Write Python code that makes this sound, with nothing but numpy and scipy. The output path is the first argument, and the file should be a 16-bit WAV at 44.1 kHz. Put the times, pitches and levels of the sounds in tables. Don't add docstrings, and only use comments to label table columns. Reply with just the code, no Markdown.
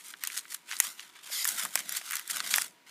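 import sys
import numpy as np
from scipy import signal
from scipy.fft import rfft, irfft
from scipy.io import wavfile

SR = 44100
rng = np.random.default_rng(int(sys.argv[2]) if len(sys.argv) > 2 else 0)


def wav_out(sig):
    wavfile.write(sys.argv[1], SR, np.round(np.clip(np.atleast_2d(sig).T, -1, 1) * 32767).astype(np.int16))


N = 127890
TIME = np.arange(N) / SR
CUTOFF_HZ = 15400
SNAP_RISE_S = .0003


def from_db(db):
    return 10 ** (np.asarray(db) / 20)


def rms_one(x):
    return x / np.sqrt(np.mean(x ** 2) + 1e-20)


def equal_energy(x):
    return x / np.sqrt(np.sum(x ** 2) / (.004 * SR))


def add(out, start_s, sound):
    i = max(int(start_s * SR), 0)
    out[i:i + len(sound)] += sound[:N - i]


def coloured(x, points):
    hz, db = np.transpose(points)
    grid = np.maximum(np.fft.rfftfreq(N, 1 / SR), 1)
    gain = from_db(np.interp(np.log(grid), np.log(hz), db))
    return rms_one(irfft(rfft(x) * gain, N))


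def resonate(x, hz, width_hz):
    r = np.exp(-np.pi * width_hz / SR)
    feedback = [1, -2 * r * np.cos(2 * np.pi * hz / SR), r * r]
    return signal.lfilter(np.array([1, 0, -1]) * (1 - r * r) / 2, feedback, x + 1e-18)


def swell(peak_s, rise_s, hold_s, fall_s):
    growth = np.minimum(TIME - peak_s, 0) / max(rise_s, 1e-3)
    decay = np.maximum(TIME - peak_s - hold_s, 0) / max(fall_s, 1e-3)
    return np.exp(growth - decay)


def mode(hz, decay_s, rise_s=.00053):
    t = np.arange(1024) / SR
    ring = np.sin(2 * np.pi * hz * t) * np.exp(-t / decay_s) * (1 - np.exp(-t / rise_s))
    return equal_energy(signal.sosfilt(signal.butter(2, hz, "high", fs=SR, output="sos"), ring))


def room():
    # frequency in Hz, relative level in dB.
    room_colour = [(25, -53.5), (80, -25), (150, -7.5), (330, 0), (480, -8.5), (2500, -5), (6000, -15.5),
                   (15000, -22.5)]
    floor = from_db(-63.5) * coloured(rng.standard_normal(N), room_colour)
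    hum = from_db(-72) * rms_one(resonate(rng.standard_normal(N), hz=955, width_hz=36))
    return floor + hum


def board():
    # peak time, rise, hold and fall in seconds, level in dB.
    presses = [(0.881, 0.038, 0.01, 0.013, -62), (1.529, 0.015, 0.014, 0.026, -55),
               (1.649, 0.018, 0.013, 0.031, -53.5), (1.768, 0.022, 0.19, 0.027, -62),
               (2.308, 0.0069, 0.13, 0.048, -60.5), (2.536, 0.065, 0.038, 0.099, -58)]
    # frequency in Hz, relative level in dB.
    press_colour = [(90, -31.5), (140, -8.5), (185, -4.5), (280, -6.5), (450, -14), (700, -4), (1500, -45)]
    # start in seconds, level in dB, frequency in Hz.
    knocks = [(0.273, -45, 1070), (0.802, -39, 897), (1.301, -50, 600), (1.6522, -42, 910),
              (1.7558, -37, 690), (2.013, -53, 694), (2.5397, -41, 890), (2.5807, -34, 836)]
    pressure = sum(from_db(db) * swell(*timing) for *timing, db in presses)
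    out = coloured(rng.standard_normal(N), press_colour) * pressure
    for start_s, db, hz in knocks:
        add(out, start_s, from_db(db) * mode(hz, decay_s=.0015))
    return out


def burst(hz, octaves_each_side, decay_s, click=0, tail_db=-20, tail_decay_s=.0053):
    t = np.arange(2048) / SR
    decay = np.exp(-t / decay_s) + from_db(tail_db) * np.exp(-t / tail_decay_s)
    hit = rng.choice([-1, 1], len(t)) * decay * (1 - np.exp(-t / SNAP_RISE_S))
    hit[int(SNAP_RISE_S * SR)] = click
    edges_hz = [hz / 2 ** octaves_each_side, min(hz * 2 ** octaves_each_side, CUTOFF_HZ)]
    return equal_energy(signal.sosfilt(signal.butter(2, edges_hz, "band", fs=SR, output="sos"), hit))


def snaps():
    # start in seconds, the crack's relative level in dB and centre in Hz, the same for the ring.
    facets = [ (.138, -44.5, 3340, -38, 1580), (0.2368, -27, 8750, -29, 1920),
              (0.2506, -34, 6100, -40, 1900), (0.2727, -25, 9000, -31, 3170),
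              (0.301, -48, 6500, -37.5, 2200), (0.376, -26.5, 7000, -38, 1870),
              (0.4535, -68, 3700, -42.5, 1860), (0.5435, -32, 8600, -45, 2550),
              (0.5461, -30.5, 7630, -38, 2050), (0.7132, -33.5, 4170, -34, 1820),
              (0.723, -35, 3680, -31, 2140), (0.7309, -48, 5700, -30, 1450),
              (0.767, -33.5, 5650, -56, 2100), (0.7883, -36, 9900, -60, 1870),
              (0.8014, -13, 8600, -23, 1890), (.995, -37, 3550, -45, 2040), (1.0046, -43, 5660, -61, 2300),
              (1.445, -24, 7400, -37, 2080), (1.4525, -24, 11800, -27.5, 1760),
              (1.476, -22.5, 9200, -52, 1900), (1.489, -22.5, 8200, -39, 1970), (1.6, -50, 7840, -31, 1520),
              (1.635, -31, 9800, -43, 1750), (1.651, -27.5, 7540, -33.5, 1300),
              (1.6574, -46, 6900, -33, 1300), (1.7552, -18.5, 8200, -28.5, 1420),
              (1.7558, -27, 10900, -26, 2050), (1.7748, -34.5, 7300, -31, 1710),
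              (1.7908, -29.5, 8200, -39, 1520), (1.893, -27.5, 8300, -42, 1730),
              (1.924, -28.5, 10300, -54, 1790), (1.9687, -29, 7950, -46, 1630),
              (2.0135, -61, 4400, -41, 1780), (2.109, -30, 9600, -31, 2100),
              (2.1204, -30, 10900, -35, 1840), (2.132, -33, 7800, -29.5, 1580),
              (2.1386, -34, 7600, -33.5, 1640), (2.1545, -26, 8760, -41.5, 1560),
              (2.168, -30.5, 7700, -47, 1670), (2.1947, -34, 9000, -35, 2030),
              (2.2766, -34.5, 8600, -60, 2000), (2.299, -36, 7200, -32.5, 2050),
              (2.3606, -31, 7600, -45, 2160), (2.3685, -31, 8500, -50, 2050),
              (2.403, -26, 4400, -29.5, 1470), (2.5397, -19.5, 4800, -17.5, 2140),
              (2.5598, -19.5, 11000, -31, 1450), (2.5823, -23, 8000, -22, 1870),
              (2.6193, -25, 7000, -35, 1830)]
    out = np.zeros(N)
    for start_s, crack_db, crack_hz, ring_db, ring_hz in facets:
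        crack = burst(crack_hz, octaves_each_side=.63, decay_s=.00077, click=from_db(-3))
        ring = burst(ring_hz, octaves_each_side=.54, decay_s=.00037)
        note_db = 1.38 * ring_db + 4.5
        add(out, start_s, from_db(crack_db - 1.72) * crack + from_db(ring_db - 2.5) * ring)
        add(out, start_s + SNAP_RISE_S, from_db(note_db) * mode(ring_hz, decay_s=.0014))
    bass_cut = signal.butter(4, 1010, "high", fs=SR, output="sos")
    return signal.sosfilt(bass_cut, out)


def folds(x, count=5, echo_gain=.19, delay_s=.0016, slide_s=.00016, sway_hz=3):
    lags = (rng.uniform(.1, 1, count) * delay_s * SR).astype(int)
    echoes = sum(sign * np.roll(x, lag) for sign, lag in zip(rng.choice([-1, 1], count), lags))
    slide = slide_s * SR * (1 + np.sin(2 * np.pi * (sway_hz * TIME + rng.random())))
    moving_echoes = echoes[np.arange(N) - slide.astype(int)]
    return (x + echo_gain * moving_echoes) / np.sqrt(1 + count * echo_gain ** 2)


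def sheet(force, modes, colour):
    response = sum((-1) ** k * from_db(db) * resonate(force, hz, width_hz)
                   for k, (hz, width_hz, db) in enumerate(modes))
    return coloured(response, colour)


def swipe():
    # frequency in Hz, bandwidth in Hz, relative gain in dB.
    taut_modes = [(2030, 190, 3), (3510, 710, -1.5), (4920, 740, 2), (7000, 580, 0.5), (9000, 1050, -2.5),
                  (12000, 1250, -2)]
    # frequency in Hz, relative gain in dB.
    swipe_colour = [(300, 2), (1000, 4.5), (2000, -4), (13000, -3)]
    # time in seconds, shift in Hz.
    bend = [(1.315, 191), (1.345, -120), (1.39, -2.5)]
    speed = swell(peak_s=1.326, rise_s=.013, hold_s=.102, fall_s=.011)
    song = sheet(folds(rng.standard_normal(N)), taut_modes, swipe_colour)
    shift_hz = np.interp(TIME, *np.transpose(bend))
    phase = 2 * np.pi * np.cumsum(shift_hz) / SR
    bent_song = np.real(signal.hilbert(song) * np.exp(1j * phase))
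    return from_db(-33.5) * speed * bent_song


def crackle(flips_per_s=2200, spread_db=3.5, pitch_count=30, cycles=3):
    sizes = from_db(spread_db * np.minimum(rng.exponential(1, N), 4))
    signs = rng.choice([-1, 1], N)
    ticks = sizes * signs * (rng.random(N) < flips_per_s / SR)
    pitch_index = rng.integers(0, pitch_count, N)
    rings = sum(resonate(ticks * (pitch_index == k), hz, width_hz=2 * hz / cycles)
                for k, hz in enumerate(np.geomspace(1300, 13000, pitch_count)))
    return rms_one(rings) + .4 * rms_one(ticks)


def rubbing(treble_hz=4320, flutter_hz=104, flutter_db=2.5, let_go_s=2.7):
    # time of full speed, rise, hold and fall in seconds,
    # then relative level, treble tilt and crackle against hiss in dB.
    strokes = [ (0, .01, 0.0035, 0.024, -49.5, -1.5, -12), (0.061, 0.037, 0.043, 0.029, -49.5, 1, 0),
               (0.226, 0.026, 0.047, 0.012, -50.5, -3.5, 3.5), (0.307, 0.033, 0.025, 0.099, -47.5, -3, -4),
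               (0.383, 0.04, 0.0022, 0.011, -39.5, 1.5, 3), (0.518, 0.02, 0.0044, 0.025, -42.5, 2, -1.5),
               (0.694, 0.015, 0.035, 0.03, -50, -6, 5.5), (0.727, 0.015, 0.01, 0.032, -40, -3, -2),
               (0.839, 0.03, 0.0056, 0.043, -32.5, 0.5, -19), (0.989, 0.013, 0.0036, 0.072, -48, -7, -1.5),
               (1.157, 0.015, 0.044, 0.025, -59, -12.5, 1.5),
               (1.233, 0.0065, 0.098, 0.041, -48.5, -4.5, -3.5),
               (1.481, 0.033, 0.0073, 0.052, -32, 4.5, -13), (1.586, 0.028, 0.0083, 0.06, -31.5, 0, -29),
               (1.735, 0.0093, 0.016, 0.014, -44, 3.5, -11),
               (1.798, 0.025, 0.0041, 0.013, -35.5, -4.5, -5.5), (1.943, 0.092, 0.04, 0.013, -39.5, -2, -4),
               (1.965, 0.011, 0.0044, 0.016, -35.5, 3, 0.5), (2.065, 0.064, 0.058, 0.03, -45.5, -1.5, 0),
               (2.135, 0.014, 0.037, 0.03, -38.5, -3.5, -6), (2.301, 0.0042, 0.007, 0.013, -32.5, 5.5, -9),
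               (2.358, 0.055, 0.015, 0.039, -37.5, -3.5, -1), (2.444, 0.015, 0.03, 0.023, -39, -3, -2.5),
               (2.517, 0.023, 0.063, 0.036, -31.5, 2, -5.5), (2.606, 0.014, 0.057, 0.0049, -43.5, -1.5, -7),
               (2.873, 0.0061, 0.029, .02, -55.5, -10, -3)]
    # frequency in Hz, bandwidth in Hz, relative gain in dB.
    foil_modes = [(1300, 510, -1), (1580, 195, 3.5), (1940, 308, 2), (2300, 500, 0.5), (3170, 900, -2),
                  (5110, 1940, -3), (7000, 1580, 1.5), (8800, 2020, 3.5), (13000, 5800, -1)]
    # frequency in Hz, relative gain in dB.
    rub_colour = [(200, -25), (450, -4.5), (700, 1), (1100, 2.5), (2000, 0.5), (4000, 4.5), (8000, 0),
                  (12500, -3.5), (15000, -5)]
    hiss = sheet(rng.standard_normal(N), foil_modes, rub_colour)
    grit = sheet(crackle(), foil_modes, rub_colour)
    treble_cut = signal.butter(2, treble_hz, fs=SR, output="sos")
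    dull_hiss, dull_grit = signal.sosfiltfilt(treble_cut, [hiss, grit])
    out = from_db(-67) * grit * (TIME < let_go_s)
    for *timing, db, tilt_db, crackle_db in strokes:
        dull = dull_hiss + from_db(crackle_db) * dull_grit
        bright = hiss + from_db(crackle_db) * grit - dull
        stroke = dull * from_db(-tilt_db / 2) + bright * from_db(tilt_db / 2)
        out += from_db(db) * swell(*timing) * folds(np.roll(stroke, rng.integers(N)))
    smoothing = signal.butter(2, flutter_hz, fs=SR, output="sos")
    flutter = rms_one(signal.sosfilt(smoothing, rng.standard_normal(N)))
    return out * from_db(flutter_db * flutter - 1)


def scene():
    return (room() + rubbing() + swipe() + snaps() + board())[None]


def record(dry):
    return signal.sosfilt(signal.ellip(10, .2, 80, CUTOFF_HZ, fs=SR, output="sos"), dry)


dry = scene()
out = record(dry)
wav_out(out)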